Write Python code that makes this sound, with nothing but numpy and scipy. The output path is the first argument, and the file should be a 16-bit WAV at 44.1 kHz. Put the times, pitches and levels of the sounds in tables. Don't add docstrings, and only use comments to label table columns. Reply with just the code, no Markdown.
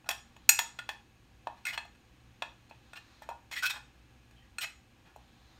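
import sys
import numpy as np
from scipy import signal
from scipy.fft import rfft, irfft
from scipy.io import wavfile
from scipy.ndimage import uniform_filter1d

SR = 44100
rng = np.random.default_rng(int(sys.argv[2]) if len(sys.argv) > 2 else 0)


def generate_wav(sig):
    pcm = np.round(np.clip(np.atleast_2d(sig).T, -1, 1) * 32767).astype(np.int16)
    wavfile.write(sys.argv[1], SR, pcm)


N = 246695

# (time [s], clink level [dB], belly over clink [dB], wall over clink [dB],
# treble slope [dB/octave], fork shank over clink [dB], tines over clink [dB])
KNOCKS = [(0.043, -56, 9, -9, -14, -2, -16), (0.089, -29.5, 10, 2, -3, -27, -16),
          (0.104, -37.5, 3, 4, -9, -27, -24), (0.364, -50.5, 8.5, -5, -9.5, -19, -20),
          (0.491, -11, -10, -7.5, -2, -10.5, -4), (0.589, -29.5, 6, 8.5, -2, -16, -16),
          (0.788, -38.5, 1, 5.5, -10, 6.5, -12), (0.89, -37, 10.5, 6.5, -7.5, -16, -21),
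          (1.47, -47.5, 29, 3.5, -10.5, 3.5, -15.5), (1.652, -34, -12, -5.5, -7.5, 4.5, -11.5),
          (1.667, -40.5, -26, 3, -3.5, -17, -8.5), (1.776, -32, 2.5, 1.5, -11, -21, 0),
          (1.949, -64.5, 0.5, 2, -8.5, 1, -6), (2.421, -32.5, 11.5, 2, -13, -8, -18),
          (2.71, -49, 15.5, -6, -17, -16, -13.5), (2.932, -48, 7, 1.5, -9.5, 10.5, -8.5),
          (3.22, -65, 37.5, -8, 0.5, -2, -3.5), (3.289, -49, 27.5, 2, -5, -8, -22),
          (3.513, -50, 12.5, 7, -5.5, -2, -7.5), (4.309, -64.5, 7, 1, -5, -8.5, -12),
          (4.583, -32.5, -10.5, -3.5, -7.5, 2, 2.5), (5.161, -62.5, 29, -3.5, -1.5, -4.5, -16.5)]
# (time [s], length [s], clink level [dB], belly over clink [dB],
# treble slope [dB/octave], squeal frequency [Hz], squeal level [dB])
SCRAPES = [(0.056, 0.024, -66, 14.5, -8.5, 950, 0), (0.106, 0.012, -47.5, 5, -2, 3375, 12.5),
           (1.567, 0.036, -75, -3, -7.5, 4200, 1.5), (1.65, 0.067, -47, -12.5, -7.5, 2140, 12.5),
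           (1.724, 0.032, -49.5, -4, -7.5, 2930, 7.5), (1.851, 0.0085, -66.5, 17, -5.5, 730, 6),
           (2.694, 0.011, -70.5, -20, -5, 4400, 8), (2.716, 0.018, -66.5, -12.5, -17.5, 2600, 7.5),
           (2.954, 0.031, -52, -6, -9.5, 2774, 7), (3.215, 0.032, -64, -2, -8, 1810, 6.5),
           (3.294, 0.031, -62.5, 21.5, -11, 950, 22), (3.511, 0.042, -48.5, -20, -7, 2140, 7),
           (3.554, 0.05, -43, -60, -9, 1980, 7.5), (3.623, 0.036, -41, -61.5, -6, 1510, 15.5),
           (3.653, 0.026, -36.5, -43, -6, 2590, 4), (3.696, 0.022, -39, -14.5, -6.5, 3730, 3),
           (3.73, 0.059, -55, 4.5, -9.5, 1230, 0), (4.349, 0.097, -80, -24, -12.5, 3140, 14.5),
           (4.404, 0.074, -82, -17.5, -12.5, 1925, 14), (4.608, 0.036, -42.5, -43, -5.5, 2970, 3.5),
           (4.628, 0.026, -43, -9, -9, 2055, 5.5), (5.048, 0.065, -72, 5, -11, 2510, -8)]
PARTS_HZ = (800, 1750, 2550, 3365, 5700, 6900, 12500)
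BOWL_MODES_HZ = [640, 716, 836, 915, 1050, 1700, 1780, 2060, 2519, 2584, 2900, 3365, 3640, 4478, 5670, 6805,
                 7580, 7885, 8700, 10090, 11020, 12010, 12720, 14900, 15630]
# (level [dB], t60 [s])
BOWL_MODES = [(-18.5, 0.082), (-4, 0.044), (-6.5, 0.074), (-5.5, 0.079), (-10.5, .05), (-6.5, 0.11),
              (-2, 0.098), (-0.5, 0.036), (1.5, 0.07), (1, 0.11), (-13, .03), (-4.5, 0.054), (-8, 0.021),
              (-10, .04), (3, 0.044), (1, .1), (-3, 0.059), (1.5, .025), (-13.5, 0.028), (-5, 0.06),
              (-9, 0.023), (-21.5, .04), (-12, 0.21), (-21.5, .03), (-8.5, .03)]
FORK_MODES_HZ = [1440, 4200, 8282, 13372]
# (level [dB], t60 [s])
FORK_MODES = [(-3, 0.2), (-2, 0.1), (3.5, 0.086), (-1, 0.11)]
KNOCK_TREBLE_DB = (0.5, 1.5, -2)
SCRAPE_TREBLE_DB = (2, -0.5, 0)
# (time [s], level [dB])
NOISE_BED = [(0, -74), (.7, -66.5), (1.05, -73.5), (1.3, -74.5), (1.6, -70), (1.95, -72), (2.6, -71),
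             (2.85, -69.5), (3.15, -65), (3.4, -73.5), (3.9, -71.5), (4.9, -73.5), (5.25, -70), (5.59, -67)]
# (frequency [Hz], relative level [dB])
POWDER = [(400, -3), (900, 7), (2000, 3), (4200, -2.5), (6500, -6.5), (10000, -22), (16000, -26.5)]
# (frequency [Hz], width [Hz], relative level [dB])
RUBBED = [(2610, 21, -16), (4178, 73, -17), (6870, 80, -21.5)]
# (frequency [Hz], t60 [s])
KITCHEN = [(400, 0.26), (1060, .35), (2800, 0.29), (7400, 0.35), (14000, 0.16)]
# (frequency [Hz], width [Hz], level [dB])
HUM = [(61, 4.2, -68.5), (116.6, 8.5, -70.5), (179, 4.6, -80), (236, 7, -75), (327, 14, -81),
       (507, 25, -81), (775, 40, -77.5), (1130, 40, -84), (1670, 50, -79.5), (2370, 80, -87.5),
       (4100, 100, -91), (6540, 130, -86.5)]
# (frequency [Hz], relative level [dB])
HISS = [(18, -34), (30, -12.5), (64, 2.5), (86, -9.5), (121, -0.5), (149, -11.5), (319, -10), (437, -21),
        (512, -17.5), (600, -24.5), (2290, -27.5), (2540, -24), (16000, -45.5)]
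# (frequency [Hz], gain [dB])
MICROPHONE = [(7500, -0.75), (9000, 2.5), (10700, -4), (12500, 4), (14000, 1.5), (15000, -0.65)]

CONTACT_SAMPLES = 6000
SPOT_DB = 2

KNOCK_RING, RING_PER_DB, RING_PER_WALL_DB, MIN_RING = 0.67, 0.0036, 0.0261, 0.2
RIM_OVER_WALL_DB = 3
TINE_DB, SHANK_SHARE, OVERTONE_DB = -0.5, 0.4, 6.5
CRACK_DB, CRACK_PER_WALL_DB, CRACK_T60_S = 11.5, 0.34, 0.014
SHUDDER_DB, SHUDDER_T60_S = -18, 0.08
SETTLE_DB, SETTLE_S = -7, 0.017
KNOCK_DELAY_S, KNOCK_RISE_S = 0.0004, 0.0011

WALL_SHARE, WALL_DB, RIM_DB, FORK_DB = 0.24, 1.5, 1, -1.5
CHATTER_DB, CHATTER_S = 1.5, 0.002
RASP_DB, SQUEAL_WIDTH_HZ = 14.5, 170

QUIET_DB, QUIET_HZ, LOUD_DB, LOUD_HZ = -71.5, 2700, -67, 4200
REGION_DB, REGION_OCTAVES = 5.5, 0.36
KITCHEN_DB, TURN_HZ, ECHO_SPACING_SAMPLES = -10, 3, 20
HISS_DB = -63
BOWL_LOWCUT_HZ, EDGE_HZ = 520, 15850


def knock(s, db, belly_db, wall_db, slope_db, shank_db, tine_db):
    parts_db = parts_of(belly_db, wall_db, wall_db + RIM_OVER_WALL_DB, slope_db, KNOCK_TREBLE_DB)
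    parts = list(zip(PARTS_HZ, parts_db))
    *_, third_db, tip_db = read(parts, np.array(FORK_MODES_HZ))
    third_db += SHANK_SHARE * shank_db + (1 - SHANK_SHARE) * tine_db + OVERTONE_DB
    fork_db = [shank_db, tine_db + TINE_DB, third_db, tip_db]

    ring = KNOCK_RING + RING_PER_DB * (db + 40) + RING_PER_WALL_DB * wall_db
    modes = ringing(parts, max(ring, MIN_RING), fork_db)
    t = np.arange(len(modes)) / SR
    modes = modes * gain_of(SETTLE_DB * (1 - np.exp(-t / SETTLE_S)))

    bass = [(250, belly_db - 7.0), (520, belly_db - 12.0)]
    crack = coloured(rng.standard_normal(len(t)), bass + parts)
    decay = gain_of(-60 * t / CRACK_T60_S) + gain_of(SHUDDER_DB - 60 * t / SHUDDER_T60_S)
    crack = crack * gain_of(CRACK_DB + CRACK_PER_WALL_DB * wall_db) * decay

    rise = 1 - np.exp(-t / KNOCK_RISE_S)
    return s + KNOCK_DELAY_S, gain_of(db) * (modes + crack) * rise


def scrape(s, length, db, belly_db, slope_db, squeal_hz, squeal_db):
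    wall_db = WALL_SHARE * belly_db + WALL_DB
    parts_db = parts_of(belly_db, wall_db, RIM_DB, slope_db, SCRAPE_TREBLE_DB)
    parts = list(zip(PARTS_HZ, parts_db))
    grit = grit_of(length)

    modes = ringing(parts, 1.0, FORK_DB + read(parts, np.array(FORK_MODES_HZ)))
    power = np.sqrt(np.sum(gain_of(parts_db) ** 2))
    rung = power * signal.fftconvolve(grit, modes / np.linalg.norm(modes))

    bass = [(100, parts_db[0] - 61.5), (500, parts_db[0] - 25)]
    rasp = gain_of(RASP_DB) * coloured(grit, bass + parts)

    squeal = resonate(grit, squeal_hz, SQUEAL_WIDTH_HZ)
    squeal = resonate(squeal, squeal_hz, SQUEAL_WIDTH_HZ)
    squeal = coloured(squeal, [(300, -67), (700, 36)])
    squeal = squeal * np.linalg.norm(grit) / np.linalg.norm(squeal)

    add(rung, 0, rasp + gain_of(squeal_db) * squeal)
    return s, gain_of(db) * coloured(rung, [(250, -30.5), (600, -2)])


def grit_of(length):
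    n = CONTACT_SAMPLES
    clicks = gain_of(2.26 * rng.exponential(1, n)) * rng.standard_normal(n)
    flutter = uniform_filter1d(rng.standard_normal(n), max(round(CHATTER_S * SR), 1))
    clicks = clicks * gain_of(CHATTER_DB * evened(flutter))
    along = np.clip(np.arange(n) / SR / length, 0, 1)
    return evened(clicks) * np.sin(np.pi * along ** 0.88) ** 0.7


def ringing(parts, ring, fork_db):
    db, t60 = np.transpose(BOWL_MODES + FORK_MODES)[:, :, None]
    hz = np.array(BOWL_MODES_HZ + FORK_MODES_HZ)[:, None]
    t = np.arange(CONTACT_SAMPLES) / SR
    struck_db = np.append(read(parts, np.array(BOWL_MODES_HZ)), fork_db)[:, None]
    spot_db = SPOT_DB * rng.standard_normal(hz.shape)
    level = gain_of(db + struck_db + spot_db - 60 * t / (t60 * ring))
    return (level * np.sin(2 * np.pi * hz * t)).sum(axis=0)


def parts_of(belly_db, wall_db, rim_db, slope_db, off_db):
    octaves = np.log2(np.array(PARTS_HZ[4:]) / PARTS_HZ[2])
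    treble_db = off_db + slope_db * octaves
    return [belly_db, wall_db, 0, rim_db, *treble_db]


def noise_bed():
    grains = gain_of(1.1 * rng.exponential(1, N)) * rng.standard_normal(N)
    rubbed = sum(gain_of(db) * evened(resonate(grains, hz, width)) for hz, width, db in RUBBED)
    hz, t, z = signal.stft(evened(coloured(grains, POWDER)) + rubbed, SR, nperseg=512)
    db = np.interp(t, *np.transpose(NOISE_BED))
    centre_hz = np.interp(db, [QUIET_DB, LOUD_DB], [QUIET_HZ, LOUD_HZ])
    octaves = np.log2((hz[:, None] + 1) / centre_hz)
    z = z * gain_of(db + REGION_DB * np.exp(-(octaves / REGION_OCTAVES) ** 2))
    return signal.istft(z, SR, nperseg=512)[1][:N]


def kitchen(x):
    out = np.zeros(N)
    turn = 2 * np.pi * TURN_HZ * np.arange(N) / SR
    for k in range(3):
        taps = np.zeros(SR // 2)
        at = np.arange(0, SR // 2 - ECHO_SPACING_SAMPLES, ECHO_SPACING_SAMPLES)
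        jitter = rng.integers(0, ECHO_SPACING_SAMPLES, len(at))
        taps[at + jitter] = rng.choice([-1., 1.], len(at))
        hz, t, z = signal.stft(taps, SR, nperseg=256)
        z = z * gain_of(-60 * t / read(KITCHEN, hz)[:, None])
        tail = signal.istft(z, SR, nperseg=256)[1]
        tail *= np.clip((np.arange(len(tail)) / SR - 0.003) / 0.0063, 0, 1)
        share = np.sqrt(2 / 3) * np.cos(turn + k * np.pi / 3)
        out += signal.fftconvolve(x * share, tail / np.linalg.norm(tail))[:N]
    return out


def appliances():
    hum = sum(gain_of(db) * evened(resonate(rng.standard_normal(N), hz, width)) for hz, width, db in HUM)
    return hum + gain_of(HISS_DB) * evened(coloured(rng.standard_normal(N), HISS))


def gain_of(db):
    return 10 ** (np.asarray(db) / 20)


def evened(x):
    return x / np.sqrt(np.mean(x ** 2) + 1e-20)


def read(points, hz):
    f, value = np.transpose(points)
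    return np.interp(np.log(hz + 1), np.log(f + 1), value)


def add(mix, s, sound):
    part = mix[round(s * SR):][:len(sound)]
    part += sound[:len(part)]


def coloured(x, points):
    hz = np.fft.rfftfreq(len(x), 1 / SR)
    return irfft(rfft(x) * gain_of(read(points, hz)), len(x))


def resonate(x, hz, width):
    r = np.exp(-np.pi * width / SR)
    return signal.lfilter([1 - r], [1, -2 * r * np.cos(2 * np.pi * hz / SR), r * r], x)


def scene():
    bowl = np.zeros(N)
    for row in KNOCKS:
        add(bowl, *knock(*row))
    for row in SCRAPES:
        add(bowl, *scrape(*row))
    lowcut = signal.butter(2, BOWL_LOWCUT_HZ, "high", fs=SR, output="sos")
    bowl = signal.sosfilt(lowcut, bowl)
    return (bowl + gain_of(KITCHEN_DB) * kitchen(bowl) + noise_bed() + appliances())[None]


def record(dry):
    heard = coloured(dry[0], MICROPHONE)[None]
    heard = heard / (1 + heard ** 6) ** (1 / 6)
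    lowpass = signal.firwin(511, EDGE_HZ, window=("kaiser", 9), fs=SR)
    return signal.oaconvolve(heard, lowpass[None], "same")


dry = scene()
out = record(dry)
generate_wav(out)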